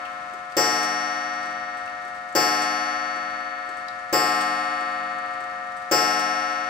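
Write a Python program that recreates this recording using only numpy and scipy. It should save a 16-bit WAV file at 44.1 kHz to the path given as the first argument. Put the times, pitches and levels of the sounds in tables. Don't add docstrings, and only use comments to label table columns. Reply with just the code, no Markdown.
import sys
import numpy as np
from scipy import signal
from scipy.fft import rfft, irfft, next_fast_len
from scipy.io import wavfile
from scipy.ndimage import uniform_filter1d

SR = 44100
rng = np.random.default_rng(int(sys.argv[2]) if len(sys.argv) > 2 else 0)


def log_audio(samples):
    frames = np.atleast_2d(samples).T
    limited = np.clip(frames, -1, 1)
    pcm = np.round(limited * 32767).astype(np.int16)
    wavfile.write(sys.argv[1], SR, pcm)


N = 295029

# start in seconds, strength in dB,
# brightness in dB per octave, singing pitch in Hz, its gain in dB, choked pitch in Hz, its gain in dB.
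HAMMER_BLOWS = [(-1.21, -.6, .3, 1058, 3, 1868, -5), (.5670, -.1, .2, 5700, 7.5, 2550, -2.5),
                (2.3512, .3, .5, 4480, 5, 8000, -5), (4.1272, .5, 0, 1187, 3.5, 5900, -13),
                (5.9128, .7, 0, 5400, 4, 1150, -4)]
# start in seconds, relative strength in dB.
BEATS = [(.335, -28), (.90, -31), (1.456, -27), (2.049, -30), (3.159, -29), (3.689, -27), (4.807, -27),
         (5.404, -30), (6.52, -30)]
# frequency in Hz, relative level in dB per Hz.
CLICK_SPECTRUM = [(150, -14), (400, -2), (800, -4), (1300, 0), (2500, -6), (4500, -8), (8500, -8),
                  (10200, -20), (11500, -15), (13500, -32), (15200, -19)]


def gain_of(db):
    return 10 ** (np.asarray(db) / 20)


def read(points, hz):
    points_hz, value = np.transpose(points)
    return np.interp(np.log(hz + 1), np.log(points_hz + 1), value)


def near(hz, centre_hz, octaves):
    return np.exp(-.5 * (np.log2(hz / centre_hz) / octaves) ** 2)


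def add(mix, start_s, sound):
    at = round(start_s * SR)
    sound = sound[:, max(-at, 0):]
    part = mix[:, max(at, 0):][:, :sound.shape[1]]
    part += sound[:, :part.shape[1]]


def noise(spectrum, size):
    # frequency in Hz, left-right correlation.
    likeness = [(40, .85), (300, .9), (700, .6), (1500, .2), (15000, .1)]
    hz = np.fft.rfftfreq(size, 1 / SR)
    left, other = rfft(rng.standard_normal((2, size)))
    same = np.clip(read(likeness, hz), -1, 1)
    right = same * left + np.sqrt(1 - same ** 2) * other
    x = irfft(np.array([left, right]) * gain_of(read(spectrum, hz)), size)
    return x / x.std()


def dying(t_s, t60_s):
    return np.exp(-np.log(1000) * t_s / np.maximum(t60_s, 1e-3))


def fade_by_band(x, t60_points, rise_cycles=5, offset_hz=60):
    hz, t_s, bands = signal.stft(x, SR, nperseg=256)
    rise = 1 - np.exp(-t_s * (hz[:, None] + offset_hz) / rise_cycles)
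    decay = dying(t_s, read(t60_points, hz)[:, None])
    return signal.istft(bands * rise * decay, SR, nperseg=256)[1][:, :x.shape[1]]


def blow_drive_db(hz, strength_db, tilt_db, singing_hz, singing_db, choked_hz, choked_db):
    pivot_hz, singing_octaves, choked_octaves = 1300, .04, .07
    tilt = tilt_db * np.log2(hz / pivot_hz)
    singing = singing_db * near(hz, singing_hz, singing_octaves)
    choked = choked_db * near(hz, choked_hz, choked_octaves)
    return strength_db + tilt + singing + choked


def coil(level_db=-.2, scatter_db=.8, scatter_turns=.04, rise_s=.006, stop_s=.008,
         waver=.05, waver_hz=2.5, block=128):
    # frequency in Hz, level in dB before blow and trim, t60 in seconds,
    # left-right difference in dB, phase lead of the left channel in radians.
    modes = [(154.1, -52.9, 4.78, 0, 0.6), (196.9, -47.5, 6, -2, 0.3), (198.5, -52, 6.5, -2, 0.3),
             (244.9, -41.7, 4.91, 1, -0.1), (303.2, -32.8, 3.74, 0, 0.1), (312.4, -47.1, 3.41, -3, 0.1),
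             (450.5, -51.8, 6.27, 10, 0.1), (456.7, -31, 1.4, 5, 0.3), (534.0, -37.4, 9.74, -1, 0.3),
             (623.1, -39.8, 11.32, 8, 0.5), (635.5, -31.9, 2.07, 14, -0.2), (720.4, -30.5, 17.17, 3, 0.8),
             (734.3, -27.7, 3.46, 4, -0.1), (824.7, -43.3, 10.83, 5, 0.0), (839.3, -25.3, 2.55, 1, 0.8),
             (934.3, -56.2, 15.2, -4, -1.1), (950.9, -41.9, 6.94, -15, 0.1),
             (1049.1, -42.6, 18.55, 6, -1.7), (1066.4, -26.7, 3.6, 5, 1.5), (1171.0, -52.6, 14.64, 4, 2.1),
             (1187.5, -32.8, 8.59, 0, 0.4), (1300.0, -38.5, 10.84, 10, 0.2), (1315.6, -24.2, 8.22, 18, 1.5),
             (1431.4, -37.6, 16.19, 9, 0.5), (1447.7, -34.5, 7.06, 8, 2.4), (1571.2, -40.7, 6.53, -2, -1.0),
             (1588.5, -31.4, 5.29, 8, 2.5), (1714.5, -40.9, 7.66, 7, -0.3), (1731.7, -29.1, 10.32, 9, 2.4),
             (1860.2, -29.1, 7.51, 0, 0.2), (1879.3, -43.3, 12.94, -6, -0.1),
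             (2011.3, -34.5, 5.25, -2, -2.0), (2032.1, -39.6, 8.4, -3, -2.3),
             (2167.3, -33.2, 7.18, 3, -1.2), (2190.8, -41.2, 7.3, 5, 1.9), (2325.7, -42.8, 7.07, -2, 0.7),
             (2352.7, -52.0, 8.49, -2, -1.9), (2487.8, -45.6, 3.57, 0, -0.7), (2519.5, -38.7, 5.05, 1, 0.2),
             (2653.7, -40.9, 4.03, 1, 0.4), (2689.8, -46.5, 8.81, -2, 1.6), (2824.1, -38.9, 3.75, 0, 1.1),
             (2864.4, -55.0, 6.2, -2, 0.0), (3001.0, -42.7, 4.83, 5, 1.3), (3044.7, -48.9, 7.08, 1, 2.1),
             (3184.8, -48.1, 4.31, -3, -2.3), (3230.6, -52.1, 7.24, -3, -2.8),
             (3376.9, -41.3, 3.8, -3, 1.3), (3423.9, -55.0, 5.58, -4, 2.0), (3576.4, -51.3, 5.85, -1, -1.7),
             (3624.1, -52.5, 7.61, -2, 1.7), (3780.8, -52.5, 4.45, -7, 0.3), (3828.9, -48.8, 5.81, 11, 0.9),
             (3993.2, -51.0, 4.12, -2, -1.8), (4211.8, -51.4, 3.51, -5, -2.8), (4436.1, -36, 3.5, 0, 0.0),
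             (4481.9, -53.5, 4.81, 1, 0.0), (4667.7, -33.9, 2.29, 7, 0.8), (4712.0, -48.2, 3.73, 6, 0.6),
             (4904.4, -26, 0.85, 10, 0.7), (4947.6, -48.5, 3.08, 7, 2.0), (5146.8, -26, 1.0, 7, 1.5),
             (5186.1, -45.9, 2.52, 16, -0.2), (5388.9, -29.5, 1.7, 5, 0.5), (5426.8, -41.4, 2.49, 13, 1.1),
             (5636.2, -31.1, 2.24, 14, 3.0), (5671.5, -47.6, 2.92, 9, -1.4), (5885.9, -33, 1.8, 9, -2.2),
             (5917.8, -51.3, 3.6, 10, -0.7), (6139.3, -43.6, 2.52, 3, 0.7), (6396.3, -39.6, 2.37, 3, -3.0),
             (6424.3, -53.0, 2.93, 12, -1.9), (6651.3, -52.5, 2.93, 4, 0.6), (6910.4, -44.6, 2.24, 7, 0.4),
             (6943.8, -53.0, 2.86, 10, 1.4), (7173.7, -55.1, 2.86, 4, 2.0), (7445.6, -28, 0.4, 0, -0.5),
             (7488.4, -35, 0.6, 0, 0.2), (7728.9, -35, 1.0, 2, 0.2), (7777, -38, 0.75, 2, 0.8),
             (8017.2, -53.7, 2.42, 1, 1.0), (8316.3, -46.5, 2.12, 2, 0.4), (8619.8, -47.0, 2.13, -2, -0.5),
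             (8929.9, -52.8, 2.25, 7, -1.8), (9246.0, -53.9, 2.48, 3, -1.2),
             (9569.4, -48.8, 2.43, -2, -2.2), (9895.5, -42, 1.8, 0, -2.7), (10224.7, -47.1, 1.65, 0, 3.1),
             (10547.1, -48.5, 1.85, 1, 2.7), (10846.7, -44.1, 1.49, 1, 2.1), (11105.0, -47.9, 1.67, 0, 1.5),
             (11377.8, -49.0, 1.7, -1, 1.0), (11687.4, -50.6, 1.24, 1, 0.3), (12033.1, -37.3, 0.84, 0, 0.0),
             (12065.9, -55.0, 1.1, 0, 0.0), (14662.8, -34, 0.31, 1, 1.8), (14860, -37, 0.22, 0, 0.8),
             (15030, -33, 0.2, 1, 0.7)]
    hz, mode_db, t60_s, pan_db, lead_rad = np.transpose(modes)

    twin = np.append(False, np.diff(hz) < np.minimum(72, hz[1:] / 32))
    pair = np.cumsum(~twin) - 1
    start_turns = rng.random(len(hz))[pair] + twin / 2

    level = gain_of(np.array([pan_db, -pan_db]) / 2)
    stereo = level * np.exp(.5j * np.array([lead_rad, -lead_rad]))
    stereo /= np.sqrt(np.mean(abs(stereo) ** 2, 0))

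    pole = 2j * np.pi * hz - np.log(1000) / t60_s
    block_s = np.arange(0, 2 * SR, block)[:, None] / SR
    state = np.exp(pole * block_s)
    course = np.exp(pole[:, None] * np.arange(block) / SR)

    t_s = np.arange(len(block_s) * block) / SR
    out = np.zeros((2, N))
    starts_s = [row[0] for row in HAMMER_BLOWS]
    for (start_s, *blow), next_s in zip(HAMMER_BLOWS, starts_s[1:] + [N / SR + 1]):
        louder, earlier, speed, offset = rng.standard_normal((len(hz), 4)).T
        amplitude = gain_of(level_db + mode_db + blow_drive_db(hz, *blow) + scatter_db * louder)
        swing = amplitude * np.exp(2j * np.pi * (start_turns + scatter_turns * earlier))
        drift = 1 + waver * np.sin(2 * np.pi * (waver_hz * speed * block_s + offset))
        ring = ((stereo[:, None] * (swing * state * drift)) @ course).real.reshape(2, -1)
        rise = 1 - np.exp(-t_s / rise_s)
        stop = np.exp(-np.maximum(t_s - (next_s - start_s), 0) / stop_s)
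        add(out, start_s, ring * rise * stop)
    return out


def train(whirr_db=-48.6, flutter_db=.7, teeth_db=-61.5, teeth_per_s=70, spread_db=2.5, tooth_t60_s=.03):
    # frequency in Hz, relative level in dB per Hz.
    whirr_spectrum = [(25, -23), (55, -6), (90, -2), (220, -5), (400, -8), (750, -2), (1200, 0), (1800, -1),
                      (2400, -5), (3300, -11), (5200, -11), (7500, -17.5), (9300, -20), (10500, -31),
                      (13000, -41), (15300, -31)]
    size = next_fast_len(N)
    flutter = rng.standard_normal(N)
    for _ in range(2):
        flutter = uniform_filter1d(flutter, size=1500)
    flutter /= flutter.std()
    whirr = noise(whirr_spectrum, size)[:, :N] * gain_of(whirr_db + flutter_db * flutter)

    hits = rng.random(N) < teeth_per_s / SR
    taps = hits * gain_of(spread_db * np.minimum(rng.exponential(1, N), 3))
    envelope = signal.oaconvolve(taps, dying(np.arange(SR // 10) / SR, tooth_t60_s))[:N]
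    patter = envelope * noise(CLICK_SPECTRUM, size)[:, :N]
    return whirr + gain_of(teeth_db) * patter / patter.std()


def click(level_db, hz, ring_db, t60_s, ring_width_hz=250, rise_s=.001):
    t_s = np.arange(SR // 4) / SR
    resonance = signal.iirpeak(hz, hz / ring_width_hz, SR)
    ring = signal.lfilter(*resonance, rng.standard_normal((2, len(t_s))))
    burst = noise(CLICK_SPECTRUM, len(t_s)) + gain_of(ring_db) * ring / ring.std()
    return gain_of(level_db) * burst * dying(t_s, t60_s) * (1 - np.exp(-t_s / rise_s))


def works():
    # start in seconds, rattle level in dB, pitch in Hz,
    # ring in dB above the rattle, t60 in seconds.
    pings = [(.051, -54, 2650, 17, .1), (.520, -44, 4600, -4, .06), (1.334, -47, 5000, -4, .06),
             (1.428, -45, 4900, 2, .06), (1.875, -52, 2700, 13, .05), (2.324, -47, 7500, -4, .06),
             (3.882, -60, 4000, 27, .028), (3.883, -60, 4800, 29, .028), (5.510, -50, 4800, 0, .05)]
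    # start in seconds, level in dB.
    lever_drops = [(.829, -31), (2.619, -31), (4.407, -31), (6.193, -32)]
    pins_per_s = 1
    scrape_first_s, wheel_turn_s = 1.770, 1.9975
    pallet_db = -17

    out = np.zeros((2, N))
    for start_s, *ping in pings:
        add(out, start_s, click(*ping))
    for start_s in np.flatnonzero(rng.random(N) < pins_per_s / SR) / SR:
        add(out, start_s, click(-53, hz=8000, ring_db=-8, t60_s=.06))
    for start_s, beat_db in BEATS:
        add(out, start_s, click(beat_db + pallet_db, hz=7900, ring_db=-8, t60_s=.07))
    for start_s, drop_db in lever_drops:
        add(out, start_s, click(drop_db, hz=8100, ring_db=-8, t60_s=.13))
    for start_s in np.arange(scrape_first_s, N / SR, wheel_turn_s):
        add(out, start_s, click(-48, hz=8200, ring_db=-6, t60_s=.14))
    return out


def case(blow_db=.9, beat_trim_db=3.5, rise_cycles=1.2, pan_db=2.5):
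    # frequency in Hz, relative level in dB, t60 in seconds.
    panel_modes = [(125, -45, .9), (172, -36, .25), (338, -21, .14), (362, -21, .2), (381, -36, 1.0),
                   (432, -20, .11), (516, -21, .16), (549, -23, .32)]
    t_s = np.arange(SR) / SR
    panels = []
    for hz, mode_db, t60_s in panel_modes:
        rise = 1 - np.exp(-t_s * hz / rise_cycles)
        panels.append(gain_of(mode_db) * dying(t_s, t60_s) * rise * np.sin(2 * np.pi * hz * t_s))
    panels = np.array(panels)
    thump = near(np.transpose(panel_modes)[0], 385, octaves=.3) @ panels
    knock = panels.sum(0)

    pan = gain_of([[pan_db / 2], [-pan_db / 2]])
    out = np.zeros((2, N))
    for start_s, beat_db in BEATS:
        add(out, start_s, gain_of(beat_db + beat_trim_db) * thump * pan)
    for start_s, *_ in HAMMER_BLOWS:
        add(out, start_s, gain_of(blow_db) * knock * pan)
    return out


def hammer(crack_db=-24, crack_t60_s=.095, buzz_db=-32.4, pan_db=2):
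    # frequency in Hz, relative level in dB per Hz.
    crack_spectrum = [(100, -26), (400, -3), (1000, -2), (1900, -3), (3600, -13), (5200, -3), (7500, -4),
                      (10200, -20), (12500, -7), (13800, -13), (14800, 1), (16000, -15)]
    # frequency in Hz, relative level in dB per Hz.
    buzz_spectrum = [(25, -28), (60, -7), (130, -6), (300, -7), (500, -8), (720, -1), (1000, -5),
                     (1800, -3), (3600, -17), (5200, -8), (6600, -15), (7600, -10), (10000, -20),
                     (11500, -14), (13500, -30), (15000, -19)]
    # frequency in Hz, t60 in seconds.
    buzz_t60 = [(80, 1.3), (400, .7), (1500, 1.3), (5000, 1.1), (9000, .9), (15000, .4)]
    crack_decay = dying(np.arange(SR // 4) / SR, crack_t60_s)
    out = np.zeros((2, N))
    for start_s, *_ in HAMMER_BLOWS:
        crack = noise(crack_spectrum, SR // 4) * crack_decay
        buzz = fade_by_band(noise(buzz_spectrum, SR), buzz_t60)
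        add(out, start_s, gain_of(crack_db) * crack)
        add(out, start_s, gain_of(buzz_db) * buzz)
    return out * gain_of([[pan_db / 2], [-pan_db / 2]])


def room(x, delay_s=.006):
    # frequency in Hz, t60 in seconds.
    tail_t60 = [(100, .5), (1000, .45), (5000, .35), (15000, .2)]
    size = SR // 2
    tail = fade_by_band(noise([(20, 0), (20000, 0)], size), tail_t60)
    tail *= np.arange(size) / SR > delay_s
    return signal.fftconvolve(x, tail / np.linalg.norm(tail[0]), axes=1)[:, :N]


def scene(wet_db=-10):
    knocks = works() + case() + hammer()
    return coil() + train() + knocks + gain_of(wet_db) * room(knocks)


def record(dry, edge_hz=15900):
    lowpass = signal.firwin(511, edge_hz, window=("kaiser", 9), fs=SR)
    return signal.oaconvolve(dry, lowpass[None], "same")


dry = scene()
out = record(dry)
log_audio(out)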